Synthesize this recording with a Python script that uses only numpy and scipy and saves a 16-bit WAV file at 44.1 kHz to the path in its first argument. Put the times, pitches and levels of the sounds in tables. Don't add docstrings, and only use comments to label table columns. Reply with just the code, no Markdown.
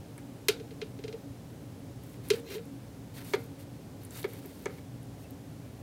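import sys
import numpy as np
from scipy import signal
from scipy.fft import rfft, irfft
from scipy.io import wavfile

SR = 44100
rng = np.random.default_rng(int(sys.argv[2]) if len(sys.argv) > 2 else 0)


def to_wav(sig):
    pcm = np.clip(np.atleast_2d(sig), -1, 1) * 32767
    pcm = np.round(pcm).astype(np.int16)
    wavfile.write(sys.argv[1], SR, pcm.T)


N = 256662


def rim_taps(rim):
    # t/s, clack level/dB, contact corner/Hz, boom level/dB, boom f/Hz, boom swell/s
    taps = [(0.4840, -15, 17000, -18.5, 422.5, 0.012), (0.598, -45.5, 6000, -37.5, 440, 0.014),
            (0.707, -45.5, 3970, -40.5, 440, 0.015), (0.8149, -31, 4240, -30, 432, .013),
            (0.989, -48, 6000, -37.5, 420, 0.0085), (1.038, -39, 6160, -32, 440, .013),
            (1.0792, -39, 6000, -34.5, 430, 0.014), (1.1258, -42, 6000, -35, 449, 0.021),
            (2.141, -52.5, 4100, -68, 440, 0.01), (2.3021, -19.5, 9700, -15, 418, 0.012),
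            (2.334, -35, 6000, -24, 434, 0.01), (2.552, -61, 14000, -32, 429, 0.019),
            (2.580, -40, 2950, -41.5, 465, 0.018)]
    return blows(taps, rim)


def floor_knocks(floor):
    # t/s, clack level/dB, contact corner/Hz, boom level/dB, boom f/Hz, boom swell/s
    knocks = [(0.1785, -44, 3000, -66, 420, .010), (3.335, -21.5, 6030, -18.5, 401.5, 0.0098),
              (3.3392, -32.5, 2800, -53, 448, 0.026), (4.2418, -29.5, 3800, -23.5, 400, 0.0093),
              (4.333, -47.5, 5000, -45, 390, 0.009), (4.448, -52, 4000, -41, 395, 0.013),
              (4.6572, -27.5, 2400, -25, 404, 0.0075), (4.695, -44, 2400, -40, 435, 0.0077),
              (4.782, -48, 4000, -58, 405, .010)]
    return blows(knocks, floor)


def blows(contacts, surface):
    out, t = np.zeros(N), np.arange(len(surface)) / SR
    for s, clack_db, corner_hz, boom_db, boom_hz, swell_s in contacts:
        clack = gain_of(clack_db) * softened(surface, corner_hz)
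        boom = gain_of(boom_db) * box_boom(t, boom_hz, swell_s) / np.sqrt(2)
        add(out, s, clack + boom)
    return out


def rim_scrape(rim, start_s=2.445, slips_per_s=600, slip_db=-51.5):
    out, t = np.zeros(N), np.arange(len(rim)) / SR
    pressure = stroke(length_s=0.099, attack_s=0.012, release_s=0.02, swell_db=16.5)
    signs = rng.choice([-1, 1], len(pressure))
    slipping = rng.random(len(pressure)) < slips_per_s / SR
    slips = gain_of(slip_db) * unit_rms(signs * slipping) * pressure
    glass = softened(rim, corner_hz=7000)
    box = box_boom(t, hz=415, swell_s=0.0083)
    zing = gain_of(-11) * ringing(t, [(14000, 800, 0)])
    response = glass / np.linalg.norm(glass) + gain_of(5) * box / np.linalg.norm(box) + zing
    add(out, start_s, signal.fftconvolve(slips, response))
    return out


def rim_response():
    # f/Hz, level/dB
    colour = [(150, -14), (330, 3.5), (550, -25), (700, -9.5), (1100, -14.5), (1420, 0), (1900, -7),
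              (2300, 3), (2900, -2.5), (3700, 2), (5600, -7), (11000, -3.5), (14000, -5), (16000, -11)]
    # f/Hz, width/Hz, level/dB
    modes = [(1350, 22, -9), (1770, 33, -11), (2110, 54, 0), (2630, 27, -7), (2840, 21, -6), (3160, 30, -1),
             (3770, 41, -5), (4090, 96, -6), (4330, 93, -6), (4550, 18, -6), (4850, 15, -10),
             (4960, 24, -7), (5140, 52, -10), (5350, 15, -12), (5590, 51, -13), (6000, 22, -17),
             (6210, 34, -12), (6420, 34, -18), (6710, 38, -16), (6960, 53, -12), (7470, 33, -17),
             (8520, 130, -20), (8910, 66, -14), (10100, 26, -18), (10700, 58, -18), (12000, 58, -20),
             (13600, 51, -18), (14000, 40, -14)]
    return pane(colour, modes, ring_db=-1, room_db=-13, tick_db=1.5, tick_s=0.0014, rise_s=0.0013)


def floor_response():
    # f/Hz, level/dB
    colour = [(150, -25), (330, -19), (570, 7.5), (680, -17), (900, -3), (1080, -4.5), (1350, 2.5),
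              (1750, -4), (2250, 5.5), (2700, -8), (3300, -5), (4400, -4), (5200, -9.5), (16000, -12)]
    # f/Hz, width/Hz, level/dB
    modes = [(759, 11, 1), (915, 58, -11), (1300, 36, 0), (1705, 40, -3), (1752, 35, 3.5), (2060, 26, -6),
             (2090, 10, -2), (2237, 130, 4.5), (2300, 30, -6), (2930, 25, -13), (3550, 25, -13),
             (4410, 78, -7), (6050, 60, -9), (6800, 70, -15)]
    return pane(colour, modes, ring_db=-0.5, room_db=-15.5, tick_db=-22, tick_s=0.0019, rise_s=0.0011)


def pane(colour, modes, ring_db, room_db, tick_db, tick_s, rise_s):
    # f/Hz, t60/s
    tank_t60 = [(300, 0.15), (2000, 0.068), (5000, 0.068), (12000, 0.021)]
    # f/Hz, t60/s
    room_t60 = [(300, 0.58), (2000, 0.21), (5000, 0.23), (12000, 0.09)]
    t = np.arange(SR // 2) / SR
    clack = dying_noise(t, colour, tank_t60)
    ring = gain_of(ring_db) * np.linalg.norm(clack) * ringing(t, modes)
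    room = gain_of(room_db) * dying_noise(t, colour, room_t60) * (1 - np.exp(-t / 0.017))
    onset = 1 - np.exp(-(t / rise_s) ** 2)
    tick = gain_of(tick_db) * np.exp(-t / tick_s) * rng.standard_normal(len(t))
    return ((clack + ring + room) * onset + tick) / np.sqrt(2)


def box_boom(t, hz, swell_s, steepness=4.65, echo_s=0.03, echo_db=-20, room_db=-23, room_t60_s=0.39):
    def pulse(age):
        u = np.maximum(age, 0) / swell_s
        swell = (u * np.exp((1 - u ** 2) / 2)) ** (steepness / 2)
        return np.sqrt(2) * swell * np.sin(2 * np.pi * hz * age)
    # f/Hz, level/dB, t60/s
    modes = [(404, -21, .15), (463, -18, .55), (549, -41, 1.2)]
    # f/Hz, level/dB
    colour = [(250, -23), (380, 4), (430, -16), (490, 27), (600, 1), (1200, -57)]
    room = coloured(rng.standard_normal(len(t)), colour) * gain_of(room_db - 60 * t / room_t60_s)
    ring = sum(gain_of(db - 60 * t / t60) * np.sin(2 * np.pi * f * t) for f, db, t60 in modes)
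    echo = gain_of(echo_db) * pulse(t - echo_s)
    return pulse(t) + echo + (room + ring) * (1 - np.exp(-t / swell_s))


def dragged_fibre(clicks_per_s=7000, crackles_per_s=110, crackle_s=0.001, crackle_db=-6):
    # t/s, length/s, fine rustle level/dB, coarse crunch level/dB
    drags = [(2.01, 0.15, -65, -70), (2.228, 0.13, -60, -57.5), (2.31, 0.084, -64, -54.5),
             (2.483, 0.085, -57, -51.5), (3.13, 0.052, -56, -57), (3.158, 0.064, -76, -51.5),
             (3.23, 0.12, -53, -55.5), (3.365, 0.093, -62.5, -65), (3.573, 0.053, -59, -61.5),
             (3.995, .07, -67, -61.5), (4.098, 0.15, -56, -58.5), (4.14, 0.058, -54.5, -53),
             (4.267, 0.13, -61, -58), (4.405, 0.245, -62, -64), (4.69, 0.097, -71, -61),
             (5.18, .06, -63, -74)]
    # f/Hz, level/dB
    fine = [(3000, -4), (6000, -1.5), (9000, -0.5), (12500, -3.5), (16000, -1)]
    # f/Hz, level/dB
    coarse = [(300, 3), (1000, 0.5), (2200, 3), (4200, -3.5), (7000, -9), (12000, -7)]
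    # f/Hz, width/Hz, boost/dB
    tong_peaks = [(3720, 150, 5), (4280, 150, 7), (4620, 150, 4), (8970, 300, 4), (9900, 250, 3),
                  (11950, 600, 5)]
    out, rustle_level, crunch_level = np.zeros((3, N))
    for s, length_s, fine_db, coarse_db in drags:
        pull = stroke(length_s, attack_s=0.023, release_s=0.016)
        add(rustle_level, s, gain_of(fine_db) * pull)
        add(crunch_level, s, gain_of(coarse_db) * pull)
    tongs = gain_of(sum(db * resonance(hz, width) for hz, width, db in tong_peaks))
    for level, colour in ((rustle_level, fine), (crunch_level, coarse)):
        sizes = gain_of(-np.minimum(rng.exponential(1, N), 4)) * rng.standard_normal(N)
        clicks = sizes * (rng.random(N) < clicks_per_s / SR)
        out += level * coloured(irfft(rfft(clicks) * tongs, N), colour)
    catches = 1.0 * (rng.random(N) < crackles_per_s / SR)
    decays = signal.lfilter([1], [1, -np.exp(-1 / (crackle_s * SR))], catches)
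    strand = np.sqrt(resonance(centre_hz=12000, width_hz=2500))
    crackle = unit_rms(irfft(rfft(decays * rng.standard_normal(N)) * strand * tongs, N))
    return out + gain_of(crackle_db) * rustle_level * crackle


def fibre_snaps(decay_s=0.0016, tail_db=-18, tail_s=0.017, skirt_db=-26):
    # t/s, level/dB, centre f/Hz
    snaps = [(0.179, -45.5, 8950), (2.036, -50, 12000), (2.286, -40, 10900), (2.399, -52, 9000),
             (2.655, -54, 11430), (3.438, -51, 14000), (4.035, -48, 13000), (4.0498, -41, 10400),
             (4.108, -45.5, 7400), (4.216, -43, 11000), (4.230, -39.5, 3930), (4.335, -44, 12000),
             (4.46, -45, 13000), (4.552, -57, 8000), (4.6235, -51, 13000), (4.657, -38, 6540),
             (5.030, -54, 10100), (5.308, -46, 13500)]
    out, t = np.zeros(N), np.arange(4096) / SR
    decay = np.exp(-t / decay_s) + gain_of(tail_db) * np.exp(-t / tail_s)
    for s, db, hz in snaps:
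        tick = coloured(rng.standard_normal(len(t)), [(hz / 2, skirt_db), (hz, 0), (hz * 2, skirt_db)])
        add(out, s, gain_of(db) * tick * decay)
    return out


def squeaks(width_hz=60):
    # t/s, length/s, f/Hz, level/dB
    tones = [(5.227, .06, 2670, -65), (5.597, 0.14, 2340, -69)]
    out = np.zeros(N)
    for s, length_s, hz, db in tones:
        t = np.arange(0, length_s, 1 / SR)
        noise = rng.standard_normal(2 * len(t) - 1)
        tone = signal.fftconvolve(noise, ringing(t, [(hz, width_hz, 0)]), "valid")
        add(out, s, gain_of(db) * unit_rms(tone) * np.hanning(len(t)))
    return out


def room_tone(air_db=-47):
    # f/Hz, level/dB
    air = [(15, -66), (25, -32), (43, -19), (108, -2.5), (229, -9), (270, -4.5), (354, -15), (394, -13),
           (775, -23), (840, -23.5), (1190, -29.5), (2280, -33), (2480, -33.5), (11600, -40),
           (16000, -42.5)]
    # f/Hz, width/Hz, level/dB
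    hum = [(60.8, 6.5, -66), (101, 15, -60.5), (121.6, 5, -54), (160, 27, -57.5), (276.8, 13, -55),
           (553.6, 24, -65.5), (723, 20, -72), (803, 15, -73)]
    out = gain_of(air_db) * coloured(rng.standard_normal(N), air)
    for hz, width_hz, db in hum:
        band = irfft(rfft(rng.standard_normal(N)) * resonance(hz, width_hz), N)
        out += gain_of(db) * unit_rms(band)
    return out


def dying_noise(t, colour, t60s, band_count=9):
    spectrum = rfft(coloured(rng.standard_normal(len(t)), colour))
    hz, centres = np.fft.rfftfreq(len(t), 1 / SR), np.geomspace(250, 16000, band_count)
    shares = [curve_at(np.c_[centres, row], hz) for row in np.eye(band_count)]
    bands = [irfft(spectrum * share, len(t)) for share in shares]
    return sum(band * gain_of(-60 * t / curve_at(t60s, f)) for band, f in zip(bands, centres))


def ringing(t, modes):
    sound = sum(gain_of(db) * width * np.exp(-np.pi * width * t)
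                * np.sin(2 * np.pi * (hz * t + rng.random())) for hz, width, db in modes)
    return sound / np.linalg.norm(sound)


def resonance(centre_hz, width_hz):
    hz = np.fft.rfftfreq(N, 1 / SR)
    return 1 / (1 + (2 * (hz - centre_hz) / width_hz) ** 2)


def softened(sound, corner_hz):
    return signal.sosfilt(signal.butter(2, corner_hz, fs=SR, output="sos"), sound)


def stroke(length_s, attack_s, release_s, swell_db=0):
    t = np.arange(0, length_s + release_s, 1 / SR)
    edges = np.clip(np.minimum(t / attack_s, 1 - (t - length_s) / release_s), 0, 1)
    return edges * gain_of(swell_db * (np.minimum(t / length_s, 1) - 0.5))


def coloured(x, points):
    hz = np.fft.rfftfreq(len(x), 1 / SR)
    return unit_rms(irfft(rfft(x) * gain_of(curve_at(points, hz)), len(x)))


def curve_at(points, hz):
    f, value = np.transpose(points)
    return np.interp(np.log(hz + 1), np.log(f + 1), value)


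def gain_of(db):
    return 10 ** (np.asarray(db) / 20)


def unit_rms(x):
    return x / np.sqrt(np.mean(x ** 2) + 1e-20)


def add(mix, s, sound):
    part = mix[round(s * SR):][:len(sound)]
    part += sound[:len(part)]


def scene():
    rim, floor = rim_response(), floor_response()
    tongs = rim_taps(rim) + floor_knocks(floor) + rim_scrape(rim)
    return (room_tone() + tongs + dragged_fibre() + fibre_snaps() + squeaks())[None]


def record(dry):
    edge_hz = 15900
    lowpass = signal.firwin(255, edge_hz, window=("kaiser", 9), fs=SR)
    return signal.oaconvolve(dry, lowpass[None], "same")


dry = scene()
out = record(dry)
to_wav(out)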